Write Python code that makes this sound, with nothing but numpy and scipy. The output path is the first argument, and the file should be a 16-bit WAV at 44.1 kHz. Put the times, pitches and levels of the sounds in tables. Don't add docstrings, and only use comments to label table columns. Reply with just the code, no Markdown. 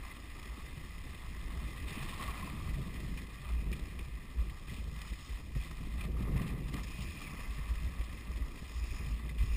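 import sys
import numpy as np
from scipy import signal
from scipy.fft import rfft, irfft
from scipy.io import wavfile
from scipy.ndimage import uniform_filter1d

SR = 44100
rng = np.random.default_rng(int(sys.argv[2]) if len(sys.argv) > 2 else 0)


def field_ratio(decibels):
    return 10 ** (np.asarray(decibels, dtype=float) / 20)


def to_wav(s):
    ch = np.atleast_2d(s).T
    pcm = np.round(np.clip(ch, -1, 1) * 32767)
    wavfile.write(sys.argv[1], SR, pcm.astype(np.int16))


N = 421596

# time in seconds, level in dB.
WIND = [(0.0, -45), (0.1, -51.5), (2.53, -43), (3.22, -46.5), (3.3, -52), (4.02, -44.5), (4.15, -49),
        (5.99, -46.5), (8.86, -47.5), (9.0, -39), (9.29, -67), (9.56, -38)]
# frequency in Hz, gain in dB.
PUSH_SPECTRUM = [(5, -25), (15, -3), (28, 5), (45, -16), (80, -1), (120, -23), (200, -47)]
# time in seconds, boom in dB, thud in dB, rumble in dB.
FRAME = [(0.0, -49.5, -63.5, -56.5), (.7, -51.5, -57, -58.5), (1.2, -48, -58.5, -58.5),
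         (1.5, -43.5, -54, -54.5), (2.1, -54, -52, -52.5), (2.75, -49.5, -48, -51.5),
         (3.15, -42.5, -50.5, -53), (3.35, -52, -55, -57.5), (3.7, -44, -49.5, -53.5),
         (4.28, -55.5, -59.5, -59.5), (4.45, -52, -50.5, -54.5), (4.6, -55, -55.5, -59),
         (4.75, -42, -50, -59), (5.25, -54, -58.5, -60), (5.53, -45, -57, -58), (5.6, -47, -58.5, -56.5),
         (5.9, -43.5, -47, -57), (6.15, -36.5, -44.5, -48.5), (6.4, -51, -40.5, -46.5),
         (6.9, -45, -49.5, -56.5), (7.2, -56, -52.5, -54), (7.6, -40.5, -56, -56),
         (8.15, -47.5, -51.5, -55.5), (8.4, -46.5, -56, -52.5), (8.7, -45.5, -62, -58.5),
         (9.05, -44.5, -52, -55.5), (9.24, -37, -52, -54), (9.36, -40.5, -53.5, -58),
         (9.56, -31.5, -51, -55.5)]
# frequency in Hz, gain in dB.
RUMBLE_SPECTRUM = [(150, -3), (220, 1.5), (300, -2.5), (450, -9), (700, -19.5), (1200, -45)]
# peak time in seconds, level in dB, width at half height in seconds.
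JOLTS = [(0.513, -39.5, 0.042), (0.652, -44, 0.032), (1.587, -37, 0.041), (1.668, -36, 0.039),
         (1.86, -39, 0.056), (2.291, -41, 0.066), (2.421, -40, 0.022), (2.734, -36, 0.055),
         (2.989, -39, 0.036), (3.559, -31.5, 0.11), (3.693, -32.5, 0.052), (3.833, -32, 0.017),
         (4.018, -41.5, 0.098), (4.147, -39, 0.044), (4.401, -28, 0.05), (4.485, -39.5, 0.043),
         (4.806, -38, 0.03), (4.87, -36, 0.047), (5.124, -34, 0.034), (5.338, -36, 0.054),
         (5.582, -33, 0.059), (5.968, -38, 0.088), (6.295, -35.5, 0.14), (6.377, -40, 0.037),
         (6.531, -39, 0.052), (6.658, -37, 0.046), (6.805, -39, 0.032), (6.875, -37.5, 0.029),
         (7.017, -39, 0.025), (7.077, -38, 0.06), (7.498, -36, 0.035), (7.613, -39, 0.032),
         (7.716, -29, 0.025), (7.774, -33, 0.028), (7.865, -32, 0.051), (8.005, -29.5, 0.03),
         (8.304, -33, 0.024), (8.362, -34.5, 0.028), (8.427, -30.5, 0.031), (8.769, -37, 0.045),
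         (8.833, -35, 0.035), (9.013, -36, 0.025), (9.131, -34, 0.041), (9.42, -23.5, 0.047)]
# peak time in seconds, level in dB, width at half height in seconds.
THUMPS = [(0.779, -44, 0.016), (2.027, -46, 0.03), (2.692, -38.5, 0.014), (2.791, -37, 0.042),
          (3.127, -41.5, 0.026), (3.604, -48, 0.029), (4.726, -40.5, 0.023), (4.78, -47.5, 0.017),
          (4.924, -47, 0.02), (5.124, -46, 0.018), (5.566, -36.5, 0.017), (5.974, -43, 0.016),
          (6.211, -38, 0.012), (6.363, -31, 0.013), (6.406, -36, 0.019), (6.544, -42, 0.023),
          (6.609, -40.5, 0.024), (6.75, -34, 0.029), (6.994, -39.5, 0.016), (7.343, -43.5, 0.024),
          (7.592, -41, 0.018), (7.837, -40.5, 0.015), (8.627, -43.5, 0.018), (9.006, -46, 0.025),
          (9.319, -43, 0.021), (9.438, -48, 0.014)]
# start in seconds, level in dB, ring frequency in Hz.
BUMPS = [(3.7158, -35, 191), (5.556, -35.5, 132), (6.349, -35, 145), (6.466, -36, 192), (6.739, -30, 141)]
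# frequency in Hz, gain in dB.
CASE_SLOPE = [(300, -20.5), (600, -9.5), (1000, -7.5), (2700, -2.5), (3800, -5.5), (4700, -10),
              (5350, -8.5), (5700, -13), (5950, -20), (6500, -91)]
# centre in Hz, width in Hz, gain in dB.
CASE_RESONANCES = [(1030, 100, 4.5), (1170, 145, 7), (1482, 160, -9.5), (1858, 140, 4.5), (2028, 120, 7),
                   (2220, 33, -6), (2460, 176, 6.5), (3250, 420, 2.5), (3685, 43, 4), (3588, 45, 6),
                   (4080, 240, 1), (4316, 36, 5.5), (5110, 370, 5)]
# start in seconds, level in dB before the case and its make-up gain.
KNOCKS = [(3.717, -46), (3.7653, -47), (4.0286, -51), (5.0168, -40.5), (6.7413, -38), (6.7644, -57)]
# start in seconds, length in seconds, first pitch in Hz, last pitch in Hz, rms level in dB.
SQUEAKS = [(2.124, 0.02, 1050, 1030, -50.5), (2.185, 0.041, 1086, 1090, -50),
           (2.27, 0.039, 1147, 1100, -48), (2.363, 0.034, 1080, 1112, -57), (2.422, 0.019, 1063, 1070, -46),
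           (2.469, 0.02, 1036, 1040, -51), (6.91, .1, 2465, 2500, -61.5), (6.995, 0.042, 2850, 2750, -58),
           (7.018, 0.12, 2680, 2440, -64), (7.168, 0.015, 2480, 2500, -54), (7.195, .05, 2485, 2340, -62),
           (7.259, 0.031, 2320, 2270, -55), (7.249, 0.069, 2130, 2030, -63), (7.448, 0.02, 2100, 2050, -54)]
# start in seconds, level in dB before the case, decay constant in seconds, favoured pitch in Hz.
CRUNCHES = [(1.886, -41, 0.039, 2400), (2.09, -36, 0.017, 2430), (2.276, -37, 0.016, 1120),
            (2.689, -37, 0.014, 2000), (2.74, -38, 0.012, 2030), (2.959, -40, 0.011, 1990),
            (3.173, -34.5, 0.01, 2510), (3.609, -41.5, 0.0076, 1960), (3.7265, -31, 0.009, 2510),
            (3.99, -32, 0.004, 2400), (4.496, -40, .01, 2000), (4.681, -42, 0.0085, 2500),
            (4.695, -37.5, 0.0091, 1980), (4.764, -40.5, 0.022, 2540), (5.014, -42, 0.01, 2570),
            (5.049, -38.5, 0.0084, 1120), (5.128, -39, 0.01, 1840), (5.55, -37.5, 0.0077, 1960),
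            (5.682, -50, 0.01, 2490), (5.7104, -30, 0.0051, 1300), (5.779, -47, 0.01, 2110),
            (6.007, -32, 0.0073, 2460), (6.036, -35.5, 0.0062, 2360), (6.341, -46, 0.0091, 991),
            (6.365, -37.5, 0.011, 1990), (6.464, -43, 0.009, 1220), (6.681, -36, 0.0061, 2090),
            (6.738, -37, 0.0065, 2380), (6.833, -34, 0.009, 5150), (7.018, -37, 0.018, 5100),
            (7.005, -38, 0.012, 2800), (7.215, -34, 0.0063, 2410), (7.2374, -39, 0.008, 2410),
            (7.802, -57, 0.0071, 1990), (8.01, -37.5, .01, 2400), (8.173, -39.5, .01, 2000),
            (8.587, -43, 0.0074, 2400), (8.83, -46, 0.0076, 1160), (9.291, -37.5, 0.011, 2050),
            (9.382, -35.5, 0.0074, 2500), (9.425, -36.5, 0.007, 2410)]
# start in seconds, length in seconds,
# extra scrape in dB (before each band takes its share), further gain of the low case band in dB.
PATCHES = [(0.024, 0.093, 3, 1.5), (1.867, 0.36, 4.5, 1.5), (2.215, 0.28, 4, 2.5), (2.684, 0.044, 0, 1),
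           (2.958, 0.12, 0.5, -0.5), (3.433, 0.066, 1, 2), (4.664, 0.078, 4.5, -2), (4.98, .12, 2, -0.5),
           (5.563, 0.11, 2.5, -0.5), (5.97, 0.087, 4, 1), (6.352, .16, 4, -0.5), (6.717, 0.083, 2, 1.5),
           (7.247, 0.07, 1, -1), (9.38, 0.031, 1.5, -2)]
PATCH_SHARE = 0.94, 1.03, 1.18, 0.99, 0.64
# touchdown in seconds, air time in seconds, hiss change in dB.
LIFTS = [(3.3, 0.076, -3.5), (3.715, 0.12, -3), (4.675, 0.089, -2.5), (5.0, 0.21, -1), (5.555, 0.19, -5),
         (6.17, 0.13, -4), (6.67, 0.19, -3.5), (6.725, .03, -4), (9.38, 0.087, -3.5)]
RUNNERS = [(0.0, -60.5, -0.5, -2.5, -4, -9), (.7, -60, -1, -2.5, -3, -8), (1.3, -59.5, -1, -4, -4.5, -9.5),
           (1.8, -57.5, -1, -2.5, -3.5, -9), (2.6, -59.5, 2.5, -0.5, -2.5, -8.5),
           (3.1, -59.5, -2, -3.5, -3.5, -8.5), (3.6, -60, 0, 0, -3.5, -10), (4.1, -60.5, -3, -2.5, -6, -12),
           (4.6, -63, 0, -3, -2.5, -6.5), (5.3, -61, -1, 1, 0, -3), (5.9, -62, 1, -1.5, -3.5, -8.5),
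           (6.3, -59, 2, -2.5, -6.5, -13.5), (6.8, -59.5, -0.5, -1, -3.5, -6.5),
           (7.05, -59.5, -0.5, 4.5, 0, -3), (7.35, -57.5, 0.5, -1, -4.5, -8),
           (7.9, -58.5, -0.5, -2, -4.5, -9), (8.5, -61, -1.5, -2, -5, -8.5), (8.95, -59, -1, 2.5, -0.5, 0),
           (9.2, -59.5, -1.5, -4, -6, -12), (9.56, -60.5, 0, 3, -1.5, 0.5)]
BAND_SPLITS_HZ = 1500, 2220, 2800, 4700
# frequency in Hz, gain in dB.
BAND_EDGE = [(100, 0), (15200, -0.5), (15400, -43), (22050, -30)]


def clock():
    return np.arange(N) / SR


def unit_rms(x):
    return x / np.sqrt(np.mean(x ** 2) + 1e-20)


def columns(rows):
    s, *values = np.transpose(rows)
    return [np.interp(clock(), s, v) for v in values]


def read_spectrum(points, hz):
    f, db = np.transpose(points)
    return np.interp(np.log(hz + 1), np.log(f + 1), db)


def add(mix, s, sound):
    part = mix[round(s * SR):][:len(sound)]
    part += sound[:len(part)]


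def drift(seconds):
    size = max(round(seconds * SR), 1)
    smooth = uniform_filter1d(rng.standard_normal(N), size)
    return unit_rms(uniform_filter1d(smooth, size))


def swells(rows):
    t = clock()[::32]
    bells = sum(field_ratio(db) * .5 ** (4 * ((t - s) / width) ** 2) for s, db, width in rows)
    return np.interp(clock(), t, bells)


def coloured(points):
    gain = field_ratio(read_spectrum(points, np.fft.rfftfreq(N, 1 / SR)))
    return unit_rms(irfft(rfft(rng.standard_normal(N)) * gain, N))


def shaken_mode(hz, width_hz, steady):
    pole = np.exp(-np.pi * width_hz / SR)
    z = rng.standard_normal((N, 2)) @ [1, 1j]
    for _ in range(2):
        z = signal.lfilter([1 - pole], [1, -pole], z)
    z /= abs(z) ** np.clip(steady, 0, 1) + 1e-9
    carrier = np.exp(2j * np.pi * hz * clock())
    return unit_rms((z * carrier).real)


def sparse_grains(per_second, spread_db):
    struck = rng.random(N) < per_second / SR
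    return struck * field_ratio(spread_db * np.minimum(rng.exponential(1, N), 3))


def through_case(x):
    hz = np.abs(np.fft.fftfreq(8192, 1 / SR))
    db = read_spectrum(CASE_SLOPE, hz)
    for centre, width, peak_db in CASE_RESONANCES:
        db = db + peak_db * np.exp(-.5 * ((hz - centre) / (.5 * width)) ** 2)
    response = np.exp(np.conj(signal.hilbert(np.log(field_ratio(db)))))
    taps = np.fft.ifft(response).real[:4096]
    return signal.oaconvolve(x, taps)[:N]


def crust():
    t, patch_db, patch_low_db, lift_db = clock(), 0, 0, 0
    bite_s, let_go_s = .012, .02
    for s, length, db, low_db in PATCHES:
        on = np.interp(t, [s, s + bite_s, s + length, s + length + let_go_s], [0, 1, 1, 0])
        patch_db = patch_db + db * on
        patch_low_db = patch_low_db + low_db * on
    for s, air, db in LIFTS:
        lift_db = lift_db + db * np.interp(t, [s - air, s - air / 2, s - .004, s], [0, 1, 1, 0])
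    return patch_db, patch_low_db, lift_db


def wind():
    return field_ratio(columns(WIND)[0]) * coloured(PUSH_SPECTRUM)


def frame():
    boom_db, thud_db, rumble_db = columns(FRAME)
    boom_gain = np.hypot(field_ratio(boom_db + 1.9 * drift(0.034)), swells(JOLTS))
    boom = boom_gain * shaken_mode(54, 11.9, steady=0.74)
    thud = field_ratio(thud_db + 3.04 * drift(0.02)) * shaken_mode(142, 102.5, steady=0.61)
    thump = shaken_mode(138, 25, steady=0.9) + field_ratio(-9) * coloured(RUMBLE_SPECTRUM)
    rumble_gain = field_ratio(rumble_db + 2.8 * drift(0.014) + 0.79 * drift(0.021))
    return boom + thud + swells(THUMPS) * thump + rumble_gain * coloured(RUMBLE_SPECTRUM)


def bumps():
    out, t = np.zeros(N), np.arange(SR // 5) / SR
    for s, db, hz in BUMPS:
        add(out, s, field_ratio(db + 0.5 - 60 * t / 0.1) * np.sin(2 * np.pi * hz * t))
        add(out, s, field_ratio(db - 9.5 - 60 * t / 0.078) * np.sin(2 * np.pi * 1.8 * hz * t))
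    return out


def crackle():
    scrape_db, *_, grit_db, _ = columns(RUNNERS)
    snaps = sparse_grains(45, 2.1) * rng.choice([-1, 1], N)
    bright = signal.lfilter(*signal.butter(2, 2600, "high", fs=SR), through_case(snaps))
    return field_ratio(scrape_db + crust()[0] + grit_db - 15) * unit_rms(bright)


def knocks():
    clicks = np.zeros(N)
    for s, db in KNOCKS:
        for lag_s, share in (0, 0.53), (.0011, -0.52), (.0026, .4):
            add(clicks, s + lag_s, share * field_ratio([db]))
    tilted = signal.lfilter([1, -.8], 1, clicks)
    return field_ratio(34) * through_case(tilted)


def ticks():
    scrape_db = columns(RUNNERS)[0] + crust()[0]
    shape = signal.oaconvolve(sparse_grains(25, 2.5), np.hanning(round(0.013 * SR)), "same")
    return field_ratio(scrape_db - 6) * unit_rms(through_case(shape * rng.standard_normal(N)))


def squeaks():
    out, shake = np.zeros(N), drift(0.0012)
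    for s, length, from_hz, to_hz, db in SQUEAKS:
        count = round(length * SR)
        hz = np.linspace(from_hz, to_hz, count) * (1 + 0.011 * shake[round(s * SR):][:count])
        tone = np.sin(2 * np.pi * np.cumsum(hz) / SR)
        add(out, s, field_ratio(db) * unit_rms(np.hanning(count) * tone))
    return out


def crunches():
    bursts, t = np.zeros(N), np.arange(SR // 10) / SR
    rise_s = 0.00083
    for s, db, decay_s, hz in CRUNCHES:
        noise = rng.standard_normal(len(t))
        pitched = unit_rms(signal.lfilter(*signal.iirpeak(hz, 4.5, SR), noise))
        shape = (1 - np.exp(-t / rise_s)) * np.exp(-t / max(decay_s, .001))
        add(bursts, s, field_ratio(db) * (noise + .45 * pitched) * shape)
    return field_ratio(-4.5) * through_case(bursts)


def runners():
    scrape_db, low_db, upper_db, grit_db, squeal_db = columns(RUNNERS)
    patch_db, patch_low_db, lift_db = crust()
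    flicker = field_ratio(0.65 * drift(0.0071) + 0.55 * drift(0.0026) + 0.45 * drift(0.014))
    grains = sparse_grains(500, 5.6) * rng.choice([-1, 1], N)
    drive = unit_rms(flicker * (rng.standard_normal(N) + 0.38 * unit_rms(grains)))
    spectrum = rfft(through_case(drive))
    band_of_bin = np.searchsorted(BAND_SPLITS_HZ, np.fft.rfftfreq(N, 1 / SR))
    over_db = low_db + patch_low_db, 0, upper_db, grit_db, squeal_db
    flicker_db = 1.2, 1.3, 1.4, 1.8, 2.2
    swell_db = 1.27, 0.73, 1.07, 0.65, 0.74
    out = np.zeros(N)
    for k in range(5):
        part = unit_rms(irfft(spectrum * (band_of_bin == k), N))
        level_db = scrape_db + PATCH_SHARE[k] * patch_db + lift_db + over_db[k]
        wander_db = flicker_db[k] * drift(0.0027) + swell_db[k] * drift(0.043)
        out += field_ratio(level_db + wander_db) * part
    return out


def scene():
    background = wind() + frame() + bumps()
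    snow = crackle() + knocks() + ticks() + squeaks() + crunches() + runners()
    return (background + snow)[None]


def roll_off(x):
    return signal.sosfilt(signal.butter(12, 16170, fs=SR, output="sos"), x)


def record(dry):
    coarse = signal.resample_poly(dry, 40, 147, axis=1)
    held = np.repeat(coarse, 4, axis=1)
    held = signal.resample_poly(held, 147, 160, axis=1)
    edge_gain = field_ratio(read_spectrum(BAND_EDGE, np.fft.rfftfreq(N, 1 / SR)))
    finished = irfft(rfft(held, N) * edge_gain, N)
    return roll_off(finished)


dry = scene()
out = record(dry)
to_wav(out)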